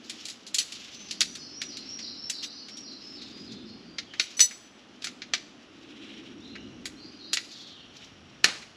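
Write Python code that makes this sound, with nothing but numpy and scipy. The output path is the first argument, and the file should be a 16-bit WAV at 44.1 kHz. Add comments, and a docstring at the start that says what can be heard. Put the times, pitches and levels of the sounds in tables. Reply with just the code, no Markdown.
"""Folding table in a forest clearing

A folding table of aluminium tubes is snapped together in a clearing: impacts excite broadband clicks,
a tube chimes in its bending modes, and the top snaps on and shudders. Hands and cloth rub as shaped noise.
A parked truck and the trees return echoes; songbirds whistle far off as gliding sines, and insects drone.
A steady hush and a soft, swelling low rumble, both filtered noise, lie beneath.
"""
import sys
import numpy as np
from scipy import signal
from scipy.fft import rfft, irfft, next_fast_len
from scipy.io import wavfile

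SR = 44100
rng = np.random.default_rng(int(sys.argv[2]) if len(sys.argv) > 2 else 0)


def bounce(signal):
    """Save signal as a 16-bit WAV file at the path given by the first command-line argument."""
    frames = np.transpose(np.atleast_2d(signal))
    limited = np.clip(frames, -1, 1)
    pcm = np.round(limited * 32767).astype(np.int16)
    wavfile.write(sys.argv[1], SR, pcm)


N = 386316


def amp(db):
    """Logarithmic level: decibels become a linear amplitude gain."""
    return 10 ** (np.asarray(db) / 20)


def unit(x):
    """Normalisation: scales a signal to a root-mean-square of one."""
    return x / np.sqrt(np.mean(x ** 2) + 1e-20)


def read(points, hz):
    """Interpolation: reads a spectrum table along a logarithmic frequency axis."""
    f, value = np.transpose(points)
    return np.interp(np.log(hz + 1), np.log(f + 1), value)


def level(curve):
    """Envelope: gain at every sample from rows of seconds and dB."""
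    return amp(np.interp(np.arange(N) / SR, *np.transpose(curve)))


def add(mix, s, sound):
    """Superposition: adds a sound into the mix from time s in seconds."""
    part = mix[max(round(s * SR), 0):][:len(sound)]
    part += sound[:len(part)]


def tinted(x, colour):
    """Linear filtering: multiplies the spectrum of a signal by the gains of a table."""
    hz = np.fft.rfftfreq(len(x), 1 / SR)
    return irfft(rfft(x) * amp(read(colour, hz)), len(x))


def noise(count, colour):
    """Coloured noise: white noise filtered by a table, at unit rms."""
    return unit(tinted(rng.standard_normal(count), colour))


def wander(count, hz):
    """Low-passed noise: smooth random motion up to about hz."""
    size = next_fast_len(count + 8192)
    lowpass = 1 / (1 + (np.fft.rfftfreq(size, 1 / SR) / hz) ** 4)
    return unit(irfft(rfft(rng.standard_normal(size)) * lowpass, size))[:count]


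# Spectrum of the still wood. Each row: frequency in Hz, density in dB per Hz.
AIR_COLOUR = [(15, -41.5), (25, -22.5), (113, -13), (227, -3.5), (848, -9), (919, -12.5), (1240, -8.5),
              (2230, -13.5), (2920, -10), (4040, -18.5), (5730, -19), (8810, -41), (10900, -38),
              (11800, -53.5), (15500, -64)]
# Course of the distant low rumble. Each row: time in seconds, level in dB before rumble_db, centre in Hz.
RUMBLE = [(0.0, -53.5, 250), (0.68, -64, 256.8), (1.29, -52, 220), (1.56, -55, 291), (1.73, -50.5, 258.6),
          (2.49, -57.5, 271.2), (2.95, -52, 261), (3.1, -54, 325), (3.29, -51, 252), (3.56, -46, 249),
          (3.9, -52.5, 229), (4.1, -57, 305.9), (4.61, -63, 271.5), (5.1, -54, 250.4), (5.68, -58, 292.7),
          (5.93, -51, 298.8), (6.69, -47.5, 254), (7.41, -56.5, 319.1), (7.68, -58.5, 227.2),
          (8.24, -59.5, 223.1), (8.51, -60, 305), (8.76, -69, 224.6)]
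# Spectrum of the rumble's steady noise. Each row: frequency in Hz, density in dB per Hz.
RUMBLE_COLOUR = [(100, -32), (160, -12.5), (210, 3.5), (260, -1.5), (320, 1.5), (400, -4.5), (500, -14),
                 (750, -24.5), (1500, -72.5)]
# Course of the rumble's deepest part. Each row: time in seconds, level in dB before deep_db.
DEEP = [(0.0, -68), (0.44, -73.5), (1.32, -61.5), (1.93, -63), (2.73, -71.5), (3.56, -56.5), (4.64, -73),
        (5.29, -65), (5.71, -68), (6.07, -66), (6.61, -55), (6.78, -55.5), (7.05, -62), (7.46, -68.5),
        (8.05, -59), (8.76, -62.5)]
# Spectrum of that deepest part. Each row: frequency in Hz, density in dB per Hz.
DEEP_COLOUR = [(20, -36), (45, -8.5), (85, -3), (130, 1), (170, -4), (300, -26), (800, -72.5)]
MOAN_WIDTH_HZ = 120


def background(air_db=-55.12, rumble_db=2.5, deep_db=.5):
    """Narrow-band noise: a steady hush, and a distant rumble whose resonance drifts in pitch and level."""
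    air = noise(N, AIR_COLOUR)
    broad = noise(N, RUMBLE_COLOUR)
    deep = noise(N, DEEP_COLOUR)
    s, db, centre = np.transpose(RUMBLE)
    phase = 2 * np.pi * np.cumsum(np.interp(np.arange(N) / SR, s, centre)) / SR
    # two slow random motions in quadrature make a noise band around the drifting centre
    in_phase = wander(N, MOAN_WIDTH_HZ / 2) * np.cos(phase)
    quadrature = wander(N, MOAN_WIDTH_HZ / 2) * np.sin(phase)
    moan = unit(in_phase + quadrature)
    rumble = amp(rumble_db) * level(np.c_[s, db]) * unit(broad + moan)
    return amp(air_db) * air + rumble + amp(deep_db) * level(DEEP) * deep


# Rubs of hands, cloth or feet. Each row: middle in seconds, length in seconds (two standard deviations
# of the swell), level in dB before gain_db, brightness from 0 (cloth) to 1 (scrape).
RUBS = [(0.208, 0.2, -44, .7), (0.86, 0.43, -45.5, 0.55), (1.85, 0.42, -51, 0.43),
        (2.445, 0.022, -30.5, 0.65), (3.26, 0.46, -53, 0.55), (4.282, 0.15, -45.5, 0.74),
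        (6.093, 0.33, -48, 0.08), (7.555, 0.23, -49.5, 0.93), (8.027, .12, -47.5, 0.38)]
# Spectrum of a dull swish. Each row: frequency in Hz, density in dB per Hz.
CLOTH_COLOUR = [(500, -29), (1500, -4), (3000, 9), (4000, 3.5), (5000, -20), (7000, -20), (8500, -22.5),
                (15500, -54)]
# Spectrum of a bright scrape. Each row: frequency in Hz, density in dB per Hz.
SCRAPE_COLOUR = [(500, -36.5), (2000, -15), (3500, 4.5), (5500, 6), (7300, -4), (8700, -21), (10500, -20.5),
                 (13000, -22.5), (15500, -43.5)]
FIDGET_DB, FIDGET_BRIGHT = -60.5, 0.27  # faint steady handling: level before gain_db, brightness 0-1


def rustle(flutter_db=2.0, gain_db=-1, scuff_db=-6):
    """Friction noise: rubs swell and fade from dull swish to bright scrape, which catches in little scuffs."""
    t = np.arange(N) / SR
    strokes = [(amp(FIDGET_DB), FIDGET_BRIGHT)]
    for s, length, db, bright in RUBS:
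        strokes.append((amp(db) * np.exp(-2 * ((t - s) / length) ** 2), bright))
    # unrelated noises add in power
    dull_power = sum(gain ** 2 * (1 - bright) for gain, bright in strokes)
    bright_power = sum(gain ** 2 * bright for gain, bright in strokes)
    cloth = noise(N, CLOTH_COLOUR)
    scrape = noise(N, SCRAPE_COLOUR)
    # about 35 catches a second, each decaying with a time constant of 7.9 ms
    catches = rng.uniform(0.36, 1, N) * (rng.random(N) < 35 / SR)
    scuffs = unit(signal.lfilter([1], [1, -np.exp(-1 / (0.0079 * SR))], catches))
    rough_scrape = scrape * unit(1 + amp(scuff_db) * scuffs)
    rubbing = np.sqrt(dull_power) * cloth + np.sqrt(bright_power) * rough_scrape
    return amp(gain_db + flutter_db * wander(N, 25)) * rubbing


# Clicks of the joints. Each row: time in seconds, level in dB that scales all four bands,
# heft in dB (extra weight of the low end), edge in dB (treble against the level, before edge_db).
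CLICKS = [(0.0964, -19.5, -2, -22.5), (0.2532, -21.5, -15, -22), (0.2842, -23, -2, -21),
          (0.2984, -23.5, -11, -23.5), (.4661, -25, -12, -24.5), (0.5442, -9.5, -11, -18.5),
          (0.5841, -8, -12.5, -20), (0.6062, -21.5, 2, -28), (.7213, -20.5, -7, -25.5),
          (0.7507, -26, -15, -30), (1.086, -28, -5, -34), (1.1096, -16.5, -10, -27), (1.2067, -6, -2, -23),
          (1.2144, -8, -2, -27), (1.3525, -22, -1.5, -25), (1.6162, -14, -0.5, -30),
          (1.769, -23.5, -4, -26.5), (1.9894, -23.5, 1.5, -34), (2.298, -15.5, -4.5, -19),
          (2.6838, -26.5, -2, -29), (2.769, -28.5, -14.5, -26.5), (3.2174, -28.5, -2, -33),
          (3.5177, -29.5, -10, -32), (3.984, -15, 2, -38.5), (4.136, -28, 12, -35),
          (4.1972, -5.5, -0.5, -32), (4.3934, -9.5, 0, -23), (4.4042, -4.5, -5.5, -25),
          (4.5096, -28.5, 12, -23), (5.0207, -26.5, -2.5, -30), (5.0427, -15.5, 1.5, -24),
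          (5.0695, -19, 3.5, -31), (5.219, -22.5, 4.5, -42), (5.3362, -7, 4, -33.5),
          (5.3442, -16.5, 0, -39), (6.554, -30.5, 15, -38.5), (6.8553, -19, 1.5, -18.5),
          (7.3317, -9, -0.5, -21), (7.338, -13, -2, -20.5), (7.3708, -11.5, 3, -36), (8.4429, -1, 7.5, -27),
          (8.4836, -25, 18.5, -34), (8.621, -32, 12, -29)]
# Colour of a click within its bands. Each row: frequency in Hz, density in dB per Hz.
JOINT_COLOUR = [(110, -46), (190, -21.5), (323, -10), (519, -23), (748, -16), (1040, -25.5), (1230, -10),
                (1940, -1), (2200, 1.5), (4250, 10.5), (7090, 0.5), (8990, -16.5), (10200, -13.5),
                (13900, -30.5), (15000, -46.5)]
KNOCK_DB, KNOCK_PER_HEFT = -33.5, 1.2  # lowest band against the level, and its rise per dB of heft
CLACK_DB, CLACK_PER_HEFT = -18.5, 1  # second band, likewise
# chatter t60 in seconds at 0 dB level and heft, and its exponential shrinking per dB of level and of heft:
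# firm, heavy joints seat sooner
CHATTER_S, SEAT_PER_DB, DAMP_PER_DB = 0.061, 0.013, 0.0285
# attack time constant in seconds at 0 dB, and its exponential growth per dB below: light touches start softly
RISE_S, SOFTER_PER_DB = .0003, 0.0782


def clicks(snap_db=-10, edge_db=4, shake_db=-23, shake_t60=0.2):
    """Impact excitation: a joint grazes, shuts with a crack, chatters, and leaves the frame shaking briefly."""
    out = np.zeros(N)
    t = np.arange(-512, 8192 - 512) / SR  # starts before contact
    hz = np.fft.rfftfreq(8192, 1 / SR)
    # crossfaded bands: knock, clack, snap, edge, each flat between its own corners in Hz
    corners = [900, 1400, 1900, 3000, 6000, 8000]
    band_at_corner = [0, 1, 1, 2, 2, 3]
    bands = [np.interp(hz, corners, share) for share in np.eye(4)[:, band_at_corner]]
    after = np.maximum(t, 0)
    crack = 1.1 * np.exp(-after / .0018)
    graze = .09 * np.exp(-abs(t) / .0025)
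    shake = amp(shake_db - 60 * after / shake_t60)
    for s, db, heft, edge in CLICKS:
        # random phases spread the contact into noise
        contact = amp(read(JOINT_COLOUR, hz)) * np.exp(2j * np.pi * rng.random(len(hz)))
        knock_db = KNOCK_DB + KNOCK_PER_HEFT * heft
        clack_db = CLACK_DB + CLACK_PER_HEFT * heft
        gains = amp(db) * amp([knock_db, clack_db, snap_db, edge + edge_db])
        sound = sum(gain * unit(irfft(contact * band)) for gain, band in zip(gains, bands))
        chatter_t60 = CHATTER_S * np.exp(-SEAT_PER_DB * db - DAMP_PER_DB * heft)
        chatter = amp(-4 - 60 * after / chatter_t60 + 2 * wander(len(t), 350))
        rise = 1 - np.exp(-after / (RISE_S * np.exp(-SOFTER_PER_DB * db)))
        add(out, s + t[0], sound * (graze + rise * (crack + chatter + shake)))
    return out


# Decay of the echo among the trees. Each row: frequency in Hz, t60 in seconds before stretching.
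WOOD = [(200, 0.46), (700, 0.44), (2000, 0.51), (5000, 0.7), (8000, 0.64), (14000, 0.67)]


def trees(x, build_s, stretch):
    """Scattering reverberation: sparse echoes from trunks and leaves build up, then die band by band."""
    taps = rng.standard_normal(SR) * (rng.random(SR) < .1)
    hz, t, bins = signal.stft(taps, SR, nperseg=256)
    t60 = stretch * read(WOOD, hz)[:, None]
    fade = amp(-60 * t / t60) * (1 - np.exp(-t / build_s))
    tail = signal.istft(bins * fade, SR, nperseg=256)[1]
    return signal.fftconvolve(x, tail / np.linalg.norm(tail))[:N]


# Chimes of a tube. Each row: start in seconds, level in dB, free time in seconds until the joint closes.
CHIMES = [(0.584, -24, 0.046), (2.295, -26.5, 0.016), (2.436, -37.5, 0.046), (4.21, -34, .05),
          (4.368, -29.5, .028), (4.398, -27, .01), (4.403, -6.5, 0.058), (5.043, -35.5, 0.033)]
# Bending modes of the tube. Each row: frequency in Hz, relative level in dB, t60 while free in seconds.
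TUBE = [(1922, -25, .2), (2955, -23, .14), (3790, -21, .2), (4337, -11, .17), (5183, -20, .26),
        (5905, -22, .22), (5990, 0, .17), (6808, -16, .16), (7820, -12, .24), (8570, -30, .21),
        (9875, -20, .26), (10470, -34, .14), (11966, -26, .24), (12036, -23, .24), (14360, -40, .12),
        (14700, -42, .12)]
AFTER_DB, AFTER_T60_S = -33.5, .65  # the clamped tube still sings faintly: relative level, decay


def chimes(stop_s=.007, buzz=.3):
    """Modal vibration: a tube rings, buzzing in its socket, until the joint damps it to a faint after-ring."""
    out = np.zeros(N)
    t = np.arange(16384) / SR
    for s, db, free in CHIMES:
        loose = np.exp(-np.maximum(t - free, 0) / stop_s)
        ring = 0
        for hz, mode_db, t60 in TUBE:
            swing = amp(-60 * t / t60) * loose * (1 + buzz * wander(len(t), 200))
            ring += amp(mode_db) * swing * np.sin(2 * np.pi * hz * t + buzz * wander(len(t), 200))
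            # the faint ring runs underneath from the start, its modes slightly closer in level
            faint = amp(0.94 * mode_db + AFTER_DB - 60 * t / AFTER_T60_S)
            ring += faint * np.sin(2 * np.pi * hz * t)
        add(out, s, amp(db) * ring * (1 - np.exp(-t / .004)))
    return out


# each glide starts fast and flattens by this exponent; pitch wobble as a share, rising and falling
BEND, SLUR_WAVER, FALL_WAVER = 1.5, 0.0072, .022


def glide(length, start_hz, end_hz):
    """Frequency modulation: one whistled sine, nearly pure when it rises and husky when it falls."""
    u = np.linspace(0, 1, int(length * SR))
    waver = SLUR_WAVER if end_hz > start_hz else FALL_WAVER
    path = end_hz + (start_hz - end_hz) * (1 - u) ** BEND
    hz = path * (1 + waver * wander(8192, 200)[:len(u)])
    swell = signal.windows.tukey(len(u), .25)
    return swell * np.sin(2 * np.pi * np.cumsum(hz) / SR)


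# Phrases of one songbird. Each row: start in seconds, end in seconds, first pitch in Hz,
# drop per syllable in Hz, loudest moment in seconds, level there in dB before the direct and echo gains.
PHRASES = [(0.909, 2.35, 6230, 176, 1.99, -34.5), (2.687, 3.45, 5694, 344, 2.8, -40)]
# Whistles outside the repeated syllables: extra notes of the first songbird, then later loose notes.
# Each row: start in seconds, length in seconds, start pitch in Hz, end pitch in Hz,
# level in dB before the direct and echo gains.
WHISTLES = [(1.076, 0.046, 5700, 4200, -49), (1.417, 0.059, 5200, 5330, -44),
            (2.454, 0.041, 3670, 5040, -44), (2.495, .062, 5850, 6000, -51.5),
            (2.537, 0.057, 5400, 4160, -43), (3.653, .044, 5700, 4030, -48),
            (3.842, 0.052, 4600, 4800, -54), (4.064, .06, 3400, 2910, -48),
            (6.407, 0.061, 3410, 4180, -47.5), (6.524, 0.068, 2680, 3006, -49.5),
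            (6.958, 0.1, 3930, 4960, -48.5), (7.188, .05, 4430, 3840, -43.5),
            (7.237, 0.085, 4620, 4950, -48.5), (7.484, .09, 5045, 3267, -45.5),
            (7.601, 0.091, 4760, 3105, -46.5), (7.741, 0.054, 3300, 2790, -50)]
SYLLABLE_S, ARCH_DB_PER_S = .314, 11  # syllable spacing; the level sinks either side of the loudest
SLUR_S, SLUR_FROM, SLUR_DB = .085, 0.94, -1.5  # rise to the syllable's pitch, from this share of it
FALL_AFTER_S, FALL_S, FALL_FROM, FALL_TO = .147, .06, .93, .68  # husky drop, in shares of that pitch


def birds():
    """Whistled tones: a bird repeats a slur and a fall, ever lower, with extra notes; loose notes follow."""
    out = np.zeros(N)
    for start, end, first_hz, drop_hz, loudest, db in PHRASES:
        for k, s in enumerate(np.arange(start, end, SYLLABLE_S)):
            hz = first_hz - k * drop_hz
            gain = amp(db - ARCH_DB_PER_S * abs(s - loudest))
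            add(out, s, gain * amp(SLUR_DB) * glide(SLUR_S, SLUR_FROM * hz, hz))
            add(out, s + FALL_AFTER_S, gain * glide(FALL_S, FALL_FROM * hz, FALL_TO * hz))
    for s, length, start_hz, end_hz, db in WHISTLES:
        add(out, s, amp(db) * glide(length, start_hz, end_hz))
    return out


# Faint insects far off. Each row: start in seconds, end in seconds, pitch in Hz, level in dB.
INSECTS = [(5.696, 8.76, 5610, -68), (6.401, 7.45, 6230, -73.5)]


def insects():
    """Amplitude modulation: random motion widens a sine into a thin, fuzzy drone that fades in and out."""
    out = np.zeros(N)
    for start, end, hz, db in INSECTS:
        t = np.arange(0, end - start, 1 / SR)
        drone = unit(wander(len(t), 70) * np.sin(2 * np.pi * hz * t))
        add(out, start, amp(db) * drone * signal.windows.tukey(len(t), .3))
    return out


# Spectrum of the shuddering top. Each row: frequency in Hz, density in dB per Hz.
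TOP_COLOUR = [(70, -27), (140, -3), (300, -2.5), (600, -3.5), (1000, -4.5), (2000, -0.5), (4500, -1.5),
              (8000, -13), (15000, -50)]
TOP_S, TOP_DB, TOP_T60_S = 8.447, -29.5, 0.5  # start, level, decay


def top():
    """Damped vibration: the stretched fabric top and its frame shudder after it snaps on."""
    out = np.zeros(N)
    t = np.arange(16384) / SR
    add(out, TOP_S, amp(TOP_DB - 60 * t / TOP_T60_S) * noise(len(t), TOP_COLOUR))
    return out


# Single reflections from ground, truck, awning and trunk. Each row: delay in seconds, level in dB.
ECHOES = [(.0021, -24.5), (.0108, -13.5), (.0165, -18.5), (.042, -24)]
# Side level against the middle. Each row: frequency in Hz, side level in dB.
SIDES = [(30, -31), (200, -42), (4000, -49.5), (7000, -33.5), (9500, -11), (13000, -9)]


def scene(click_wet_db=-18, chime_wet_db=-25, bird_dry_db=-6, bird_wet_db=3):
    """Direct-to-reverberant ratio: the near table is mostly direct, the far birds mostly echo."""
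    snaps, rings, song = clicks(), chimes(), birds()
    mid = background() + rustle() + snaps + rings + insects() + top()
    for delay, db in ECHOES:
        add(mid, delay, amp(db) * snaps)
    table = amp(click_wet_db) * snaps + amp(chime_wet_db) * rings
    mid += trees(table, build_s=0.011, stretch=.9)
    mid += amp(bird_dry_db) * song
    mid += amp(bird_wet_db) * trees(song, build_s=0.014, stretch=1.3)
    # the side signal is a faint quarter-turned copy of the middle, its level set by frequency
    side = tinted(signal.hilbert(mid).imag, SIDES)
    return np.array([mid + side, mid - side])


# Response of the microphone port. Each row: frequency in Hz, gain in dB.
PORT = [(20, -1.5), (8000, -1), (8950, -3.5), (9700, 1.5), (11000, -3), (12000, -6), (15000, 4)]
EDGE_HZ = 15400  # upper band limit


def record(dry):
    """Transducer response: the port notches the treble, peaks round off smoothly, and the band is limited."""
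    heard = np.array([tinted(channel, PORT) for channel in dry])
    rounded = heard / (1 + (heard / .9) ** 6) ** (1 / 6)  # approaches 0.9 of full scale
    lowpass = signal.firwin(255, EDGE_HZ, window=("kaiser", 8), fs=SR)
    return signal.oaconvolve(rounded, lowpass[None], "same")


dry = scene()
out = record(dry)
bounce(out)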